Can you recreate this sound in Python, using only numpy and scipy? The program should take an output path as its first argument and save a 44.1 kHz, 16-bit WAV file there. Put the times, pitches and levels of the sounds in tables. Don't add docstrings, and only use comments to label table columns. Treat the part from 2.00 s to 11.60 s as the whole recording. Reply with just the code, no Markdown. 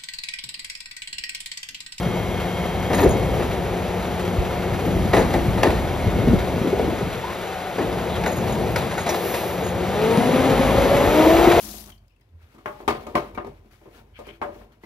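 import sys
import numpy as np
from scipy import signal
from scipy.fft import rfft, irfft, next_fast_len
from scipy.io import wavfile
from scipy.ndimage import uniform_filter1d

SR = 44100
rng = np.random.default_rng(int(sys.argv[2]) if len(sys.argv) > 2 else 0)


def waveform_to_disk(signal):
    frames = np.transpose(np.atleast_2d(signal))
    scaled = np.clip(frames, -1, 1) * 32767
    samples = np.round(scaled).astype(np.int16)
    wavfile.write(sys.argv[1], SR, samples)


N = 423360

# (start [s], end [s], rumble level [dB], roar level [dB, before the engine's trim],
#  pump hum against its usual level [dB])
ARM_STROKES = [(0, 0.858, -28.5, -28, 1.5), (0.968, 1.38, -24, -25.5, -3), (1.468, 2.805, -29.5, -27, 2),
               (2.883, 3.504, -23, -28, 2), (3.59, 4.5, -26, -26.5, -0.5), (4.7, 4.862, -27.5, -26, -8),
               (5.873, 6.26, -29, -26.5, 0), (6.426, 6.705, -24, -25, -7), (7.16, 7.496, -35, -26.5, -6),
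               (7.606, 7.917, -29.5, -25.5, 3.5)]
THROTTLE_CLATTER_DB = 2.5
CLATTER_DB_PER_OCTAVE = 9.5


def from_db(db):
    return 10 ** (np.asarray(db) / 20)


def rms_one(x):
    return x / np.sqrt(np.mean(x ** 2) + 1e-20)


def in_time(rows):
    s, *columns = np.transpose(rows)
    t = np.arange(N) / SR
    return [np.interp(t, s, column) for column in columns]


def at_bins(points, size=N):
    hz, value = np.transpose(points)
    bin_hz = np.arange(size // 2 + 1) * SR / size
    return np.interp(np.log(bin_hz + 1), np.log(hz), value)


def noise(spectrum):
    white = rfft(rng.standard_normal(N))
    return rms_one(irfft(white * from_db(at_bins(spectrum)), N))


def drift(rate):
    size = N // 20
    hz = np.arange(size // 2 + 1) * SR / N
    slow = irfft(rfft(rng.standard_normal(size)) / (1 + (hz / rate) ** 2), size)
    return np.interp(np.arange(N) / 20, np.arange(size), rms_one(slow))


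def band(x, low_hz, high_hz):
    edges = [low_hz, min(high_hz, .45 * SR)]
    return signal.sosfilt(signal.butter(3, edges, "band", fs=SR, output="sos"), x)


def band_noise(low_hz, high_hz, size=N):
    return rms_one(band(rng.standard_normal(size), low_hz, high_hz))


def ring(clicks, hz, t60):
    r, w = from_db(-60 / (t60 * SR)), 2 * np.pi * hz / SR
    return signal.lfilter([0, np.sin(w)], [1, -2 * r * np.cos(w), r * r], clicks + 1e-18)


def fade(clicks, t60):
    return signal.lfilter([1], [1, -from_db(-60 / (t60 * SR))], clicks + 1e-18)


def clicks_at(times, sizes):
    return np.bincount((np.asarray(times) * SR).astype(int), sizes, N)[:N]


def struck(times, level_db, modes, spread_db):
    chance = rng.standard_normal((len(times), len(modes), 2))
    total = 0
    for k, (hz, db, t60) in enumerate(modes):
        strength = from_db(level_db + db + spread_db * chance[:, k, 0])
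        sign = np.sign(chance[:, k, 1])
        total = total + ring(clicks_at(times, strength * sign), hz, t60)
    return total


def tone(hz, waver, rate):
    wavering_hz = hz * (1 + waver * drift(rate))
    return np.sqrt(2) * np.sin(2 * np.pi * np.cumsum(wavering_hz) / SR)


def held(start, end, attack_s, release_s):
    t = np.arange(N) / SR
    opening = np.clip((t - start) / attack_s + 1, 0, 1)
    return opening * np.exp(-np.maximum(t - end, 0) / release_s)


def firing_gate(firings, depth, decay, uneven_db):
    cylinders_db = np.array([0, -1, 0, -2, 0.5, 0])
    index = firings.astype(int)
    chance_db = uneven_db * rng.standard_normal(index.max() + 1)[index]
    strength = from_db(cylinders_db[index % len(cylinders_db)] + chance_db)
    since_firing = firings % 1
    return rms_one(1 + depth * strength * np.exp(-since_firing / decay))


def under_load(column, rest_db):
    levels = []
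    for (start, end, *_), db in zip(ARM_STROKES, column):
        levels.append(from_db(db) * held(start, end, attack_s=0.2, release_s=0.35))
    return 20 * np.log10(np.maximum(np.max(levels, axis=0), from_db(rest_db)))


def engine(tooth_hz, octaves, throttle, load_rumble_db, load_roar_db):
    # (frequency [Hz], level per Hz [dB])
    rumble_spectrum = [(20, -29), (35, -13), (55, -0.5), (85, 3.5), (125, 0), (195, -0.5), (280, -7),
                       (350, -9.5), (600, -41.5)]
    roar_spectrum = [(170, -16.5), (270, -15.5), (370, -0.5), (480, -0.5), (620, -3), (760, -4),
                     (1000, -10.5), (1400, -41), (2800, -78)]
    clatter_spectrum = [(560, -14), (950, -7.5), (1250, -4.5), (1600, -8.5), (2100, -7), (2900, -12.5),
                        (3800, -14.5), (5200, -23.5), (7300, -21), (9300, -27.5), (12000, -26),
                        (15000, -30)]
    # (time [s], level of the lowest bass [dB])
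    deep_curve = [(2.2, 5), (2.4, 4), (4.4, 12.5), (4.6, -4), (5.2, 8), (6.1, 0), (8.35, -10), (8.55, 14)]
    teeth_per_firing = 5.1
    drive_rumble_db, drive_roar_db = -29.5, -27
    roar_db_per_octave, roar_trim_db = 12.5, -0.98
    idle_clatter_db = -34.4

    rumble_db = (1 - throttle) * load_rumble_db + throttle * drive_rumble_db
    roar_db = (1 - throttle) * load_roar_db + throttle * drive_roar_db
    roar_db = roar_db + roar_db_per_octave * octaves + roar_trim_db
    clatter_db = idle_clatter_db + throttle * THROTTLE_CLATTER_DB + CLATTER_DB_PER_OCTAVE * octaves
    pipe_db = -21.5 - 25 * np.abs(octaves - 0.56)
    deep_db, = in_time(deep_curve)
    firings = np.cumsum(tooth_hz / teeth_per_firing) / SR

    exhaust = noise(rumble_spectrum)
    deep = signal.sosfiltfilt(signal.butter(4, 60, fs=SR, output="sos"), exhaust)
    exhaust = exhaust + (from_db(deep_db) - 1) * deep
    rumble = from_db(rumble_db) * exhaust
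    rumble = rumble * firing_gate(firings, depth=0.32, decay=0.1, uneven_db=4.0)
    roar = from_db(roar_db) * noise(roar_spectrum)
    roar = roar * firing_gate(firings, depth=0.54, decay=0.17, uneven_db=1.5)
    clatter = from_db(clatter_db) * noise(clatter_spectrum)
    clatter = clatter * firing_gate(firings, depth=0.31, decay=0.98, uneven_db=5.0)
    pipe = throttle * from_db(pipe_db) * band_noise(116, 284)
    pipe = pipe * firing_gate(firings, depth=0.81, decay=0.71, uneven_db=6.5)
    return rumble + roar + clatter + pipe


def pump_hum(tooth_hz, octaves, throttle, strain_db):
    # (level with no throttle [dB], rise on throttle [dB], rise per octave of speed [dB])
    harmonics = [(-35, -0.5, 2), (-46, 14, 8), (-52, 11.5, 9.5), (-48, 12.5, -5.5)]
    # (frequency [Hz], half width [Hz], lift [dB])
    resonances = [(256, 12.3, 12.5), (325, 29.7, 16), (353, 6.5, 4), (450, 25, 8.5), (561, 25, 5.5),
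                  (648, 26, 4.5), (723, 12, 8), (940, 40, 4.5), (1120, 55, 0)]
    roughness = 0.44
    turn = 2 * np.pi * np.cumsum(tooth_hz * (1 + 0.0019 * drift(14.0))) / SR
    hum = 0
    for k, (db, throttle_db, octave_db) in enumerate(harmonics, 1):
        frame_db = sum(lift_db * np.exp(-((k * tooth_hz - hz) / width) ** 2)
                       for hz, width, lift_db in resonances)
        level_db = db + (1 - throttle) * strain_db + throttle * throttle_db
        level_db = level_db + frame_db + octave_db * octaves + 2.2 * drift(30)
        skirt = drift(68) * np.sin(k * turn) + drift(60) * np.cos(k * turn)
        clean = np.sqrt(2) * np.sin(k * turn)
        hum = hum + from_db(level_db) * (clean + throttle * roughness * skirt)
    return hum


def valve_whistles():
    # (start [s], end [s], pitch [Hz], level [dB], pitch waver [share], flutter [dB])
    whistles = [(0, 1.25, 2170, -43.5, 0.0016, 1.5), (0, 1.3, 3208, -47, 0.0005, 1.2),
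                (2.55, 3.0, 2166, -50, .003, 2), (3.9, 4.25, 2166, -45.5, 0.003, 1.5),
                (4.5, 5.3, 2166, -51, .003, 2), (2.1, 4.7, 3208, -56, .0008, 3),
                (3.8, 6.1, 1462, -50, 0.0033, 2.5)]
    total = 0
    for start, end, hz, db, waver, flutter_db in whistles:
        level = from_db(db + flutter_db * drift(15)) * held(start, end, attack_s=0.2, release_s=0.2)
        total = total + level * tone(hz, waver, rate=35.5)
    return total


def clanks():
    # (time [s], crash level [dB], weight: lows above the crash [dB], first crack level [dB])
    blows = [(0.803, -40, 11, -38), (0.902, -25, 15, -35), (0.931, -20, 6, -22), (0.981, -19, 9, -27),
             (0.992, -23, 11, -25), (1.028, -23, 9, -25), (1.036, -26, 21, -30), (1.397, -27, 11.5, -35),
             (3.132, -14.5, 8.5, -29), (3.167, -16, 12, -18), (3.196, -26, 12, -30),
             (3.339, -21.5, 11, -22), (3.575, -25, 10, -36), (3.632, -15, 10, -13), (3.667, -23.5, 12, -28),
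             (5.783, -24, 14, -32), (6.237, -26.5, 8, -25), (6.261, -23.5, 11, -22), (6.476, -40, -12, -31),
             (6.76, -22.5, 2.5, -16), (6.911, -26, 5, -33), (6.978, -26.5, 3, -31.5),
             (7.062, -21, 3.5, -32), (7.089, -21.5, 3, -28), (7.143, -26, 2, -30), (7.34, -24.5, -0.5, -26)]
    # (frequency [Hz], level per Hz [dB])
    panel_spectrum = [(100, 17), (200, -3.5), (370, 3.5), (1200, -23), (1580, -29), (1750, -20),
                      (2100, -24.5), (2550, -23), (3000, -28), (3950, -23), (5000, -31.5), (9000, -30.5),
                      (15000, -46)]
    crack_spectrum = [(300, 5), (800, 2), (2000, 5), (4300, -3), (6500, -8), (11000, -16.5), (15000, -13)]
    # (frequency [Hz], level [dB], time to fall 60 dB [s])
    hopper_modes = [(346.7, -3, 0.93), (400, -4, 0.14), (444.6, -4.5, 0.38), (520, -4.5, 0.11)]
    arm_modes = [(787, 1, 0.088), (1216, -3, 0.14), (1474, -7.5, 0.092), (1790, -14, 0.03),
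                 (1960, -3, 0.017), (2160, -6.5, 0.14), (4130, -13, 0.04), (4700, -13, 0.093),
                 (5000, -29, 0.06)]
    rebound_s, rebound_db = .024, -6.5
    seat = np.exp(-1 / (0.0034 * SR))

    s, middle_db, weight_db, crack_db = np.transpose(blows)
    high_db = middle_db - 7.5 - 0.83 * weight_db
    low_db = middle_db + weight_db
    knock_s = np.append(s, s + rebound_s)
    knock_db = np.append(low_db, low_db + rebound_db)
    panels = noise(panel_spectrum) * from_db(0.5 * drift(110))
    crack_level = fade(clicks_at(s, from_db(crack_db)), t60=0.033)
    crack = noise(crack_spectrum) * uniform_filter1d(crack_level, size=130)

    def crash(times, level_db, low_hz, high_hz, t60, tail_db, tail_t60):
        clicks = clicks_at(times, from_db(level_db) ** 2)
        energy = signal.lfilter([1 - seat], [1, -seat], clicks + 1e-18)
        tail = from_db(tail_db) ** 2 * fade(energy, tail_t60 / 2)
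        level = np.sqrt(fade(energy, t60 / 2) + tail)
        return level * rms_one(band(panels, low_hz, high_hz))

    low = crash(knock_s, knock_db - 8.5, 191, 670, t60=0.25, tail_db=-14.5, tail_t60=0.71)
    middle = crash(s, middle_db + 1.86, 666, 2190, t60=0.13, tail_db=-6.0, tail_t60=0.47)
    high = crash(s, high_db, 1920, 20000, t60=0.25, tail_db=-7, tail_t60=0.87)
    hopper = struck(knock_s, knock_db - 17.0, hopper_modes, spread_db=4.0)
    steel_arm = struck(s, middle_db - 13.5, arm_modes, spread_db=6.0)
    return crack + low + middle + high + hopper + steel_arm


def thumps():
    # (time [s], level before the drum's and wall's offsets [dB], drum pitch [Hz])
    bumps = [(0.062, -9.5, 151), (1.037, -9, 337), (1.06, -7, 404), (1.064, -4, 57), (1.116, -13.5, 116),
             (2.382, -6.5, 58.4), (2.719, -13.5, 102), (2.95, -15, 75.4), (3.188, -8, 54),
             (3.481, -9, 109.5), (4.066, -8.5, 102), (4.125, -12, 167), (4.155, -12.5, 176),
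             (4.19, -8.5, 110), (4.273, -5.5, 233), (4.284, -4.5, 132), (4.312, -9, 240),
             (4.332, -2.5, 201), (4.334, -15, 435), (4.54, -17, 154), (4.565, -22, 234),
             (4.612, -11.5, 199), (4.645, -15.5, 299), (4.671, -11, 310), (4.727, -9.5, 390),
             (4.795, -10, 455), (4.828, -15, 260), (4.877, -14, 290), (4.926, -14.5, 337), (5.01, -15, 405),
             (5.027, -12.5, 140), (5.066, -15.5, 173), (8.765, -8.5, 134), (9.472, -4, 342)]
    drum_t60, wall_t60 = 0.056, 0.091
    push_s = 0.00077
    out = np.zeros(N + SR)
    t = np.arange(SR // 3) / SR
    for s, db, hz in bumps:
        drum = from_db(2.0 - 60 * t / drum_t60) * np.sin(2 * np.pi * hz * t)
        wall = from_db(-6.0 - 60 * t / wall_t60) * band_noise(0.46 * hz, 1.52 * hz, len(t))
        start = int(s * SR)
        out[start:start + len(t)] += from_db(db) * (1 - np.exp(-t / push_s)) * (drum + wall)
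    return out[:N]


def arm():
    # (time [s], pitch [Hz], level before a 7 dB lift [dB])
    groan_curve = [(5.2, 880, -62), (5.245, 925, -38), (5.268, 1020, -42), (5.3, 1060, -39.5),
                   (5.35, 1050, -60), (5.49, 760, -44), (5.68, 740, -41), (5.9, 682, -80)]
    # (time of the peak [s], level before a 3 dB cut [dB], rise [dB/s], fall [dB/s])
    shudders = [(1.05, -17, 200, 54), (2.9, -22, 55, 27), (4.31, -19, 51, 150), (4.68, -22, 60, 130),
                (4.86, -22, 110, 80)]
    # (time [s], level [dB])
    slide_curve = [(6.02, -100), (6.1, -44), (6.17, -40), (6.27, -100)]
    t = np.arange(N) / SR
    groan_hz, groan_db = in_time(groan_curve)
    slide_db, = in_time(slide_curve)
    shudder_db = np.max([db - np.maximum(rise * (s - t), fall * (t - s))
                         for s, db, rise, fall in shudders], axis=0)
    shudder = from_db(shudder_db - 3.0 + 1.5 * drift(33)) * band_noise(110, 527)
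    groan = from_db(groan_db + 7.0 + 1.5 * drift(60)) * tone(groan_hz, waver=0.04, rate=220.0)
    rasp = from_db(slide_db) * band_noise(3140, 4000)
    return groan + shudder + rasp


def jingle(events, modes, bounce_s, loss_db, count=4):
    s, event_db = np.transpose(events)
    bounce = np.arange(count)
    gaps = bounce_s * (.5 + rng.random((len(s), count))) * (bounce > 0)
    times = s[:, None] + np.cumsum(gaps, axis=1)
    level_db = event_db[:, None] - 6.0 - loss_db * bounce
    return struck(times.ravel(), level_db.ravel(), modes, spread_db=3.5)


def fittings():
    # (time [s], level before a 6 dB cut [dB])
    clinks = [(0.944, -27), (0.96, -36), (1.005, -30), (1.035, -32), (1.091, -29), (3.18, -31),
              (6.265, -32), (6.318, -30), (6.36, -33), (6.522, -34), (6.975, -36), (7.008, -37),
              (7.638, -34), (7.678, -32)]
    tinkles = [(0.19, -40), (0.97, -36), (1.003, -26), (2.86, -35), (6.458, -37), (6.715, -34),
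               (6.775, -36), (7.092, -26), (7.155, -32)]
    # (time [s], level [dB])
    finger_stops = [(3.137, -23), (6.262, -20.5), (6.76, -23), (6.981, -29)]
    latch_ticks = [(7.091, -25), (7.098, -39)]
    # (frequency [Hz], level [dB], time to fall 60 dB [s])
    link_modes = [(6650, -1.5, 0.12), (6720, -5, 0.066), (9450, -0.5, 0.035), (11800, -9, .07)]
    pin_modes = [(12520, -5, .08), (14160, 3, .09), (14200, -2, .08)]
    finger_modes = [(1305, -19, .12), (1460, -6, .14), (1520, -6, .07), (1910, -1, 0.073),
                    (2080, -9, 0.081), (2220, -9, 0.082)]
    latch_modes = [(5230, -2, 0.05), (5690, -5, 0.084), (6648, -2, 0.094), (9800, -8, .03),
                   (12490, -9, .06), (13500, -12, .03)]
    link = jingle(clinks, link_modes, bounce_s=.007, loss_db=1.5)
    pin = jingle(tinkles, pin_modes, bounce_s=0.0083, loss_db=5.0)
    fingers = struck(*np.transpose(finger_stops), finger_modes, spread_db=3.0)
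    latch = struck(*np.transpose(latch_ticks), latch_modes, spread_db=3.0)
    return link + pin + fingers + latch


def air_brake():
    # (time [s], level [dB])
    vent_curve = [(7.0, -100), (7.12, -39), (7.2, -37), (7.26, -30), (7.38, -32), (7.5, -35.5), (7.9, -65)]
    # (frequency [Hz], level per Hz [dB])
    hiss_spectrum = [(2000, 4), (4000, -4), (9000, -6), (12000, 1), (14500, 2.5)]
    vent_db, = in_time(vent_curve)
    return from_db(vent_db) * noise(hiss_spectrum)


def turbo():
    # (time [s], pitch [Hz], level [dB])
    turbo_curve = [(7.7, 7720, -100), (8.15, 9500, -43), (8.45, 10800, -52), (9.1, 11750, -44.5),
                   (9.33, 12850, -40), (9.6, 13850, -43)]
    turbo_hz, turbo_db = in_time(turbo_curve)
    return from_db(turbo_db) * tone(turbo_hz, waver=.016, rate=360)


def scattered_clatter(octaves, throttle):
    # (frequency [Hz], level per Hz [dB])
    scatter_spectrum = [(300, 24), (900, 17), (2000, 10), (4000, 9), (7000, -26), (12000, -73),
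                        (15000, -43)]
    idle_db = -49
    level_db = idle_db + throttle * THROTTLE_CLATTER_DB + CLATTER_DB_PER_OCTAVE * octaves
    return from_db(level_db) * noise(scatter_spectrum) * np.array([[1], [-1]])


def street(x):
    # (frequency [Hz], level against the direct sound [dB])
    echo_spectrum = [(50, -9.5), (300, -13), (1000, -15), (4000, -9.5), (12000, -68)]
    t60 = 0.21
    size = next_fast_len(N + SR)
    t = np.arange(SR // 2) / SR
    scatter = rng.standard_normal(len(t)) * from_db(-60 * t / t60) * (t > .004)
    scatter /= np.sqrt(np.sum(scatter ** 2))
    echo_gain = from_db(at_bins(echo_spectrum, size))
    echoes = irfft(rfft(x, size) * echo_gain * rfft(scatter, size), size)[:N]
    return np.array([x + echoes, x - echoes])


def scene():
    # (time [s], rate [Hz])
    speed_curve = [(7.84, 179), (8.0, 213), (8.2, 240), (8.42, 261), (9.02, 283), (9.2, 312), (9.43, 341),
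                   (9.6, 347)]
    tooth_hz, = in_time(speed_curve)
    octaves = np.log2(tooth_hz / tooth_hz[0])
    pedal_down_s, press_s = 8.03, 0.29
    throttle, = in_time([(pedal_down_s - press_s, 0), (pedal_down_s, 1)])
    _, _, rumbles, roars, hums = np.transpose(ARM_STROKES)
    rumble_db = under_load(rumbles, rest_db=-40)
    roar_db = under_load(roars, rest_db=-31)
    strain_db = under_load(hums, rest_db=-9)

    truck = engine(tooth_hz, octaves, throttle, rumble_db, roar_db)
    truck = truck + pump_hum(tooth_hz, octaves, throttle, strain_db) + valve_whistles()
    truck = truck + clanks() + thumps() + arm() + fittings()
    truck = truck + air_brake() + turbo()
    return street(truck) + scattered_clatter(octaves, throttle)


def record(dry):
    # (frequency [Hz], left minus right [dB])
    left_db = [(60, 1), (300, 3), (700, 3), (1400, 4), (2600, -1.5), (5000, 5), (9000, -3)]
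    # (frequency [Hz], phase by which the left port leads [rad])
    port_phase = [(300, 0), (4500, 0.82), (7500, -2.5), (11000, -5.5), (15000, -9)]
    sides = np.array([[.5], [-.5]])
    gain = from_db(sides * at_bins(left_db))
    turn = np.exp(1j * sides * at_bins(port_phase))
    ports = irfft(rfft(dry) * gain * turn, N)
    ports = signal.sosfilt(signal.butter(4, 39, "high", fs=SR, output="sos"), ports)
    rounded = 1.289 * np.tanh(ports / 1.321)
    return signal.sosfilt(signal.ellip(10, .2, 80, 15000, fs=SR, output="sos"), rounded)


dry = scene()
out = record(dry)
waveform_to_disk(out)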